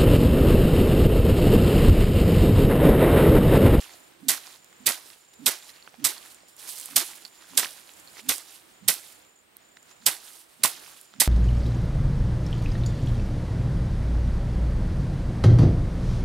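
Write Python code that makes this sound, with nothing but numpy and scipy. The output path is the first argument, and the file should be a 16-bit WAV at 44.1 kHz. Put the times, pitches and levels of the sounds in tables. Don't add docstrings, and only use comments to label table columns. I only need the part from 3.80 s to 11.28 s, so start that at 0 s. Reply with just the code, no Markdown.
import sys
import numpy as np
from scipy import signal
from scipy.fft import rfft, irfft, next_fast_len
from scipy.io import wavfile
from scipy.ndimage import map_coordinates

SR = 44100
rng = np.random.default_rng(int(sys.argv[2]) if len(sys.argv) > 2 else 0)


def convert_level_to_amplitude(level_db):
    exponent = np.asarray(level_db, float) / 20
    return 10 ** exponent


def to_wav(sig):
    pcm = np.clip(np.atleast_2d(sig), -1, 1) * 32767
    pcm = np.round(pcm).astype(np.int16)
    wavfile.write(sys.argv[1], SR, pcm.T)


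N = 329720
TOP_HZ = 15800


def unit(x):
    return x / np.sqrt(np.mean(x ** 2) + 1e-20)


def along(points, hz):
    point_hz, value = np.transpose(points)
    return np.interp(np.log(hz + 1), np.log(point_hz + 1), value)


def curves(rows):
    start_s, *columns = np.transpose(rows)
    return [np.interp(np.arange(N) / SR, start_s, c) for c in columns]


def wobble(rate_hz):
    knots = rng.standard_normal(int(N * rate_hz / SR) + 4)
    return map_coordinates(knots, [np.arange(N) * rate_hz / SR])


def filtered(x, response):
    m = next_fast_len(N + SR // 2)
    return irfft(rfft(x, m) * response(np.fft.rfftfreq(m, 1 / SR)), m)[..., :N]


def mode(f, hz, width_hz):
    return 1j * f * width_hz / (hz * hz - f * f + 1j * f * width_hz)


def placed(pair, balance, alike):
    def mid_side(hz):
        turn = np.arccos(np.clip(along(alike, hz), -1, 1)) / 2
        return np.array([np.cos(turn), np.sin(turn)])

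    def share(hz):
        half = convert_level_to_amplitude(along(balance, hz) / 2)
        return np.array([half, 1 / half]) * 2 / (half + 1 / half)

    mid, side = filtered(pair, mid_side)
    return filtered(np.array([mid + side, mid - side]), share)


def crackle(spectrum, per_s, spread_db, bed, sharp, patchy_db):
    m = next_fast_len(N + 4096)
    f = np.fft.rfftfreq(m, 1 / SR)
    bands_hz = np.geomspace(400, 14500, 12)
    total, power = 0, 1e-9
    for hz in bands_hz:
        struck = rng.random(N) < per_s / SR / len(bands_hz)
        size = struck * convert_level_to_amplitude(spread_db * np.minimum(rng.exponential(1, N), 4))
        clicks = unit(size * rng.standard_normal((2, N))) + bed * rng.standard_normal((2, N))
        ring = mode(f, hz, hz / sharp) / np.sqrt(hz)
        total = total + rfft(clicks * convert_level_to_amplitude(patchy_db * wobble(30)), m) * ring
        power = power + np.abs(ring) ** 2
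    even = np.sqrt(power)
    return unit(irfft(total / even * convert_level_to_amplitude(along(spectrum, f)), m)[:, :N])


# start_s, peak_db, rise_s, t60_s, crush_lag_s, crush_db (re peak)
BLOW_EVENTS = [(0.4867, -4.5, 0.0034, 0.18, 0.023, -20), (1.064, -4, 0.0046, 0.18, 0.021, -17.5),
               (1.6628, -2.5, 0.0055, 0.14, 0.0173, -17.5), (2.2447, -5, 0.0014, 0.18, 0.017, -19),
               (3.1617, -3, 0.0018, 0.18, 0.019, -22), (3.7753, -4.5, 0.0031, 0.17, 0.015, -18.5),
               (4.4892, -8, 0.0038, 0.21, 0.018, -15), (5.0811, -4, 0.0015, 0.17, 0.0178, -18.5),
               (6.2637, -2.5, 0.0047, 0.13, 0.019, -19.5), (6.8364, -3, 0.0017, 0.14, 0.016, -15.5),
               (7.4025, -3, 0.0023, 0.15, 0.017, -19)]
# start_s, peak_db
STEM_CRACKS = [(0.484, -8), (0.4896, -5), (0.4947, -13.5), (1.0657, -14), (1.0696, -2), (1.0708, -6.5),
               (1.6651, -8.5), (1.6715, -12.5), (1.6805, -11), (2.2494, 1), (2.2563, -13.5), (2.2627, -16),
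               (3.1618, -2.5), (3.1655, -5.5), (3.1733, -13), (3.776, -2), (3.7788, -8.5), (3.7913, -24),
               (4.492, -2.5), (4.4944, -6.5), (4.5038, -7.5), (5.0837, -1), (5.0872, -4), (5.0915, -16),
               (6.265, 1.5), (6.2682, -4), (6.2738, -28), (6.8374, 4.5), (6.8433, -9), (6.8579, -4.5),
               (7.4043, -6), (7.4083, 1), (7.4182, -14.5)]
# freq_hz, level_db (per Hz)
STEM_SPECTRUM = [(880, -43.5), (1500, -18.5), (2860, -7), (3690, -1.5), (6000, -1.5), (6560, -2.5),
                 (8160, 1.5), (12200, -1), (15200, -6), (16000, -50.5)]
# freq_hz, level_db (per Hz)
CRUSH_SPECTRUM = [(120, -31), (200, -8), (1590, 1), (1770, -1.5), (1970, 6.5), (2350, -2), (2580, 1),
                  (5000, -9), (6500, -25.5), (11000, -120)]
# freq_hz, width_hz, level_db
GROUND_MODES = [(81, 46, 3), (154, 28, 7), (262, 48, 6)]


def blows():
    t = np.arange(N) / SR
    snap, crush, push = np.zeros(N), np.zeros(N), np.zeros(N)
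    for start_s, peak_db, rise_s, t60_s, lag_s, crush_db in BLOW_EVENTS:
        u = t - start_s + 0.0025
        bite_db = -12 * np.exp(-np.clip(u, 0, None) / 0.0018)
        slope_db = np.where(u < 0, 30 * u / rise_s, -60 * u / t60_s)
        snap += convert_level_to_amplitude(peak_db - 10 + bite_db + slope_db)
        v = np.clip(u, 0, None) / lag_s
        crush += convert_level_to_amplitude(peak_db + crush_db - 5.5) * v ** 1.28 * np.exp(1.714 * (1 - v))
        push[round((start_s + .6 * lag_s) * SR)] = convert_level_to_amplitude(peak_db + crush_db + 19)
    for start_s, peak_db in STEM_CRACKS:
        snap += convert_level_to_amplitude(peak_db - 14 - 60 * np.abs(t - start_s) / np.where(t < start_s, .002, .012))

    def ground_response(f):
        return sum((-1) ** k * convert_level_to_amplitude(level_db) * mode(f, hz, width_hz)
                   for k, (hz, width_hz, level_db) in enumerate(GROUND_MODES))

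    bunches = convert_level_to_amplitude(1.3 * wobble(220))
    stems = snap * bunches * crackle(STEM_SPECTRUM, 12000, spread_db=2.5, bed=.6, sharp=2, patchy_db=1.2)
    crushed = crackle(CRUSH_SPECTRUM, 7000, spread_db=2.5, bed=.6, sharp=2.5, patchy_db=1.5)
    crushed = crush * convert_level_to_amplitude(1.5 * wobble(120)) * crushed
    return stems + crushed + filtered(push, ground_response) * [[1], [0]]


# start_s, end_s, first_hz, last_hz, first_db, last_db
SWISHES = [(.41, .5, 210, 262, -44, -42.5), (0.982, 1.088, 200, 238.3, -52, -47),
           (1.576, 1.679, 190, 271, -48.5, -41.5), (2.171, 2.251, 230, 262, -50, -38),
           (3.084, 3.186, 200, 260.3, -57.5, -42), (3.704, 3.785, 200, 258, -46, -43.5),
           (4.413, 4.505, 230, 257.6, -57, -38), (5.006, 5.097, 180, 221, -51, -42.5),
           (6.181, 6.285, 140, 218, -63, -47.5), (6.756, 6.846, 120, 223, -68, -49),
           (7.334, 7.419, 180, 225, -60, -38)]


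def swish():
    t = np.arange(N) / SR
    pitch_hz, level, late = np.full(N, 200.), np.zeros(N), np.zeros(N)
    for start_s, end_s, first_hz, last_hz, first_db, last_db in SWISHES:
        gate = np.clip((t - start_s) / 0.024, 0, 1) * np.clip((end_s + 0.026 - t) / 0.044, 0, 1)
        on = gate > 0
        level += gate * convert_level_to_amplitude(np.interp(t, [start_s, end_s], [first_db, last_db]))
        knots_s = [start_s, .6 * start_s + .4 * end_s, end_s]
        pitch_hz[on] = np.interp(t, knots_s, [.82 * first_hz, last_hz, .95 * last_hz])[on]
        late[on] = np.interp(t, [start_s, end_s], [.15, 1])[on]
    phase = 2 * np.pi * np.cumsum(pitch_hz) / SR

    def band(ratio, width_hz):
        return wobble(width_hz) * np.sin(ratio * phase) + wobble(width_hz) * np.cos(ratio * phase)

    air = .5 * np.sin(phase + 1.3 * wobble(35)) + .55 * band(1.05, 90)
    air += late * (.33 * band(.6, 70) + .15 * band(1.5, 160))
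    return level * air * [[1], [0]]


# start_s, husks_db, stalks_db
RUSTLE_GAPS = [
    [(0.0, -46.5, -44), (0.052, -56, -51.5), (0.108, -58, -51.5), (0.256, -65, -69), (0.366, -77, -66),
     (0.43, -67, -76), (0.475, -69, -59)],
    [(0.54, -43, -39), (0.614, -55, -49.5), (0.754, -57, -54), (0.81, -70, -67), (0.986, -75, -67),
     (1.022, -65, -69), (1.05, -84, -55)],
    [(1.12, -43, -39.5), (1.216, -56.5, -51.5), (1.294, -54.5, -56.5), (1.53, -79, -70), (1.538, -57, -56),
     (1.558, -79, -74), (1.65, -61, -58)],
    [(1.72, -39.5, -37), (1.806, -57.5, -51.5), (1.906, -55, -50.5), (1.932, -64, -59), (2.148, -69, -61),
     (2.184, -70, -66), (2.235, -71, -56)],
    [(2.3, -41.5, -37.5), (2.32, -48, -43.5), (2.398, -56, -53.5), (2.518, -54, -57), (2.666, -85, -69),
     (2.686, -58.5, -69), (2.75, -68, -73)],
    [(2.79, -53, -55), (2.872, -45.5, -49), (2.894, -37, -47), (2.934, -43, -48.5), (2.962, -42.5, -53.5),
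     (3.15, -51, -49)],
    [(3.22, -56, -35), (3.252, -42, -44.5), (3.438, -61, -56.5), (3.448, -56, -56), (3.506, -65, -62),
     (3.63, -63.5, -55), (3.76, -54, -50)],
    [(3.83, -41, -33.5), (3.888, -47.5, -47.5), (4.044, -60.5, -57), (4.196, -58.5, -58),
     (4.228, -64.5, -69), (4.406, -54.5, -49), (4.418, -60, -61), (4.475, -63, -53)],
    [(4.54, -40, -40.5), (4.638, -56.5, -52), (4.756, -53.5, -55), (4.874, -69.5, -71), (4.892, -65.5, -63),
     (4.992, -80, -69), (5.07, -84, -63)],
    [(5.14, -37.5, -42.5), (5.182, -48.5, -46.5), (5.218, -54, -53.5), (5.316, -55.5, -57),
     (5.436, -73.5, -68), (5.452, -72.5, -61), (5.462, -72, -82), (5.755, -85, -82.5)],
    [(5.79, -84.5, -66), (5.96, -85, -81), (5.97, -68, -45), (5.986, -79, -83), (6.116, -66, -55),
     (6.146, -77, -71), (6.25, -67, -59)],
    [(6.32, -39, -41.5), (6.396, -54.5, -51), (6.6, -52.5, -58.5), (6.68, -72, -73), (6.692, -63, -67),
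     (6.792, -66, -65), (6.82, -66, -55)],
    [(6.89, -39, -39), (6.952, -52, -48), (7.114, -54.5, -53), (7.258, -61, -62), (7.268, -69, -68),
     (7.348, -71, -60), (7.39, -85, -62)],
    [(7.45, -41, -40), (7.476, -47, -43)],
]
# freq_hz, level_db (per Hz)
HUSK_SPECTRUM = [(1760, -26.5), (3000, -5.5), (4170, -2), (6670, -4.5), (8110, 1), (10400, 1), (13200, -3),
                 (16000, -12.5)]
# freq_hz, level_db (per Hz)
STALK_SPECTRUM = [(180, -40), (300, -8), (515, -10), (557, -8.5), (755, -5.5), (1260, -5.5), (4190, -4.5),
                  (7000, -8), (9100, -29), (15400, -120)]


def rustle():
    rows = list(RUSTLE_GAPS[0])
    for gap in RUSTLE_GAPS[1:]:
        rows.append((rows[-1][0] + .012, *rows[-1][1:]))
        rows += list(gap)
    husk_db, stalk_db = curves(rows)
    lumps_db = 1.1 * wobble(45)
    husks = crackle(HUSK_SPECTRUM, 7000, spread_db=1.5, bed=1.0, sharp=4, patchy_db=1.0)
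    husks = husks * convert_level_to_amplitude(husk_db + 3.0 + lumps_db)
    stalks = crackle(STALK_SPECTRUM, 3500, spread_db=2.7, bed=.75, sharp=4, patchy_db=2)
    stalks = stalks * convert_level_to_amplitude(stalk_db + lumps_db + 1.1 * wobble(25))
    return filtered(husks + stalks, lambda hz: hz < TOP_HZ)


# start_s, peak_db, pitch_hz, left_right_db, ring_cycles,
# splinter_db
LONE_SNAPS = [(0.7597, -36, 4670, -12, 2, -11), (0.8452, -38, 7100, -9, 2, -3),
              (0.9282, -43, 1930, -13, 1.5, 1.5), (1.3022, -38.5, 3130, -12, 1.3, 5),
              (2.142, -40.5, 758, -13.5, 1.7, 6.5), (2.546, -30, 8300, -8, 3.1, -13),
              (2.6853, -43.5, 7150, -3, 2, -10), (2.7661, -35, 10000, -8.5, 2, -6),
              (2.999, -22.5, 8340, -7.5, 2.7, -5.5), (3.0034, -28, 7600, -6.5, 2.2, -8),
              (3.0124, -23.5, 8016, -4, 2.8, -6), (3.0586, -22, 9190, -7, 1.8, -4),
              (3.3552, -31.5, 11400, -5, 2, -3), (3.7342, -38, 1030, -3.5, 1.33, 3),
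              (3.908, -22.5, 10160, -4, 1.5, -14), (4.0637, -43, 5110, -9, 2, -11),
              (4.0928, -35, 3040, -6.5, 2, -10), (4.1373, -34, 8000, -0.5, 2.7, -12),
              (4.178, -48.5, 1590, -5, 2, -6), (4.1984, -37, 7253, -5.5, 1.8, -1),
              (4.3694, -35.5, 2040, -5, 2.4, -8), (4.394, -29.5, 2210, -5.0, 1.6, -6),
              (4.582, -17.5, 8540, -9, 2, -13), (5.3263, -35, 8200, -7.5, 2.3, -5),
              (5.4494, -49, 7200, -1.5, 2, -6), (5.9708, -36.5, 1920, -5, 1.7, -13),
              (6.0287, -38.5, 7140, -4.5, 1.9, -8), (7.213, -29, 9890, -2.5, 5.5, -8),
              (7.3387, -35, 1366, -9, 1.3, 0),
              (2.0762, -31, 1500, -8, 1.5, -6), (2.9855, -22, 7700, -7, 2.5, -10),
              (5.7686, -25, 12400, -8.5, 3, -14), (3.832, -18, 1900, -6, 2, -6),
              (3.858, -22, 1800, -6, 2, -6), (6.111, -43, 1300, -4, 2, -6), (3.088, -38, 1100, -6, 2, -8),
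              (1.5374, -41, 6000, -2, 2, -6), (6.849, -13, 1050, -8, 3, -8), (7.418, -18, 900, -8, 2.5, -8)]
# start_s, peak_db, pitch_hz, left_right_db, ring_cycles, splinter_db
POD_TICKS = [(1.8942, -36.5, 4080, -12, 7.7, -18), (1.9004, -40, 4240, -8, 7, -18),
             (1.9395, -44, 4310, -8, 7, -18), (1.9619, -45, 4390, -9, 7, -18),
             (2.0254, -38.5, 4340, -8, 8, -18), (2.0453, -46, 4260, -6.5, 7, -18),
             (2.0652, -44, 4480, -8, 7, -15), (2.38, -31, 4400, -9, 6.1, -14),
             (2.6045, -47, 4500, -1.5, 7, -18), (3.451, -26, 4616, -9.0, 7.8, -10),
             (3.4558, -28, 4330, -8.0, 4.7, -12), (3.4644, -37, 4410, -4, 7, -15),
             (3.4794, -41, 4600, -6, 7.6, -17), (4.0941, -40.5, 4020, -4, 7.3, -12),
             (4.275, -36.5, 4340, -9, 7, -15), (4.2824, -39.5, 4270, -8, 7, -17),
             (4.2994, -44.5, 4640, -10, 7, -18), (5.7653, -52.5, 4240, 0.5, 7, -15.5)]
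# start_s, peak_db, pitch_hz, left_right_db, ring_cycles, splinter_db
TARP_KNOCKS = [
    (0.143, -42, 656, -8, 1.5, -20),
    (2.084, -54, 816, -12, 1.5, -20),
    (2.634, -45, 630, -9.5, 1.5, -20),
    (5.766, -52.5, 332, -14, 2.8, -20),
]


def snaps():
    out, t = np.zeros((2, N + SR)), np.arange(SR // 20) / SR
    for start_s, peak_db, pitch_hz, pan_db, cycles, splinter_db in LONE_SNAPS + POD_TICKS + TARP_KNOCKS:
        ring = np.sin(2 * np.pi * pitch_hz * t) * np.exp(-t * pitch_hz / cycles)
        edges_hz = [pitch_hz / 1.6, min(2.5 * pitch_hz, TOP_HZ)]
        b, a = signal.butter(2, edges_hz, "band", fs=SR)
        splinters = unit(signal.lfilter(b, a, rng.standard_normal(len(t))))
        decay = convert_level_to_amplitude(-60 * t / 0.0039) + 0.07 * convert_level_to_amplitude(-60 * t / 0.04)
        puff = convert_level_to_amplitude(splinter_db) * splinters * decay
        side = convert_level_to_amplitude(np.array([[.5], [-.5]]) * pan_db)
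        contact = convert_level_to_amplitude(peak_db - 2) * (ring / ring.max() + puff)
        out[:, round(start_s * SR):][:, :len(t)] += contact * side * 2 / side.sum()
    return filtered(out[:, :N], lambda f: (f > 150) * (f < TOP_HZ))


# start_s, end_s, level_db
TRILL_PHRASES = [(-.4, 0.306, -63.5), (0.502, 1.2, -65), (1.366, 2.09, -64), (2.301, 2.98, -64.5),
                 (3.159, 3.852, -62.5), (4.02, 4.757, -63.5), (4.925, 5.652, -65.5), (5.804, 6.55, -65),
                 (6.95, 7.602, -65)]


def cricket():
    t, out = np.arange(N) / SR, np.zeros(N)
    scatter = .04 * wobble(16)
    grit_db = 1.1 * wobble(23) + 3.7 * wobble(300)
    for start_s, end_s, level_db in TRILL_PHRASES:
        stroke = ((t - start_s) * 28.8 + scatter) % 1
        swell = np.exp(-((stroke - .45) / .27) ** 2) + .3 * np.exp(-((stroke - .85) / .07) ** 2) + .3
        pitch_hz = 7170 - 240 * (stroke > .78) * (stroke < .93) - 220 * (t - start_s < .03)
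        gate = np.clip((t - start_s) / .03, 0, 1) * np.clip((end_s - t) / 0.055, 0, 1)
        tone = np.sin(2 * np.pi * np.cumsum(pitch_hz) / SR + .7 * grit_db / 3)
        out += convert_level_to_amplitude(level_db + 4 + grit_db) * gate * swell * tone
    return out * convert_level_to_amplitude([[-1.5], [1.5]])


def insect(level_db, hz, width_hz, syllables_hz, clicks_hz, depth_db):
    t = np.arange(N) / SR
    beat = np.sin(2 * np.pi * np.cumsum(syllables_hz * (1 + 0.024 * wobble(2.9))) / SR)
    stroke = np.cos(2 * np.pi * clicks_hz * t + 1.78 * wobble(8))
    drive = convert_level_to_amplitude(depth_db * beat + .5 * depth_db * stroke) * rng.standard_normal((2, N))
    return convert_level_to_amplitude(level_db) * unit(filtered(drive, lambda f: mode(f, hz, width_hz) ** 2))


# start_s, end_s, first_hz, last_hz, level_db
BIRD_SLIDES = [
    (2.565, 2.66, 6450, 4700, -70),
    (2.69, 2.79, 5000, 6000, -70),
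]


def bird():
    t, out = np.arange(N) / SR, np.zeros(N)
    for start_s, end_s, first_hz, last_hz, level_db in BIRD_SLIDES:
        u = np.clip((t - start_s) / (end_s - start_s), 0, 1)
        phase = 2 * np.pi * np.cumsum(first_hz + (last_hz - first_hz) * u) / SR
        out += convert_level_to_amplitude(level_db) * np.sin(np.pi * u) ** .5 * np.sin(phase)
    return out * convert_level_to_amplitude(4 * wobble(90))


def hum():
    drone = unit(filtered(rng.standard_normal((2, N)), lambda f: mode(f, 334, 70) ** 2))
    swell_db = np.interp(np.arange(N) / SR, [0, .2, .4, .6, 7.5], [-4, -5, -0.5, -14, -12])
    return convert_level_to_amplitude(swell_db + 3.2 * wobble(3) - 62.5) * drone


# freq_hz, level_db (per Hz)
AIR_SPECTRUM = [(16, -36), (27, -11.5), (114, -6), (351, -1.5), (412, -2.5), (703, -1.5), (943, -3),
                (1170, -2.5), (2280, -5), (3310, -6.5), (5950, -15.5), (8430, -10.5), (9380, -20),
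                (14400, -18), (16000, -16)]
# freq_hz, left_right_db
FIELD_BALANCE = [(60, -9.5), (110, -12.5), (200, -9), (380, -12), (700, -5.5), (1290, 1), (2380, 1.0),
                 (4400, 0.5), (8120, -0.5), (15000, -18)]
# freq_hz, likeness (-1 to 1)
FIELD_LIKENESS = [(60, 0.8), (130, 0.89), (290, 0.15), (640, -0.067), (1410, -0.078), (3100, 0.0069),
                  (6820, 0.19), (15000, 0.49)]


def field():
    noise = rng.standard_normal((2, N))
    air = unit(filtered(noise, lambda hz: convert_level_to_amplitude(along(AIR_SPECTRUM, hz)) * (hz < TOP_HZ)))
    air *= convert_level_to_amplitude(-59 + 1.15 * wobble(2.12) + 1.7 * wobble(7))
    far = insect(-72 + 1.3 * wobble(3), hz=8550, width_hz=210, syllables_hz=42.4, clicks_hz=170, depth_db=2.8)
    return placed(air + hum() + far, FIELD_BALANCE, FIELD_LIKENESS) + cricket() + bird()


# freq_hz, left_right_db
HEAP_BALANCE = [(60, -5.5), (110, -20.5), (200, -12.5), (380, -10.5), (700, -11), (1290, -7), (2380, -5.5),
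                (4400, -2.5), (8120, -6.5), (15000, -12)]
# freq_hz, likeness (-1 to 1)
HEAP_LIKENESS = [(60, 0.36), (130, 1), (290, 0.91), (640, 0.73), (1410, 0.76), (3100, 0.73), (6820, 0.68),
                 (15000, 0.72)]


def scene():
    heap = blows() + swish() + rustle()
    return placed(heap, HEAP_BALANCE, HEAP_LIKENESS) + snaps() + field()


def band_limit(x):
    return signal.sosfilt(signal.butter(12, 16950, fs=SR, output="sos"), x)


def record(dry):
    ceiling = .93
    mix = dry / (1 + np.abs(dry / ceiling) ** 8) ** (1 / 8)
    return band_limit(mix)


dry = scene()
out = record(dry)
to_wav(out)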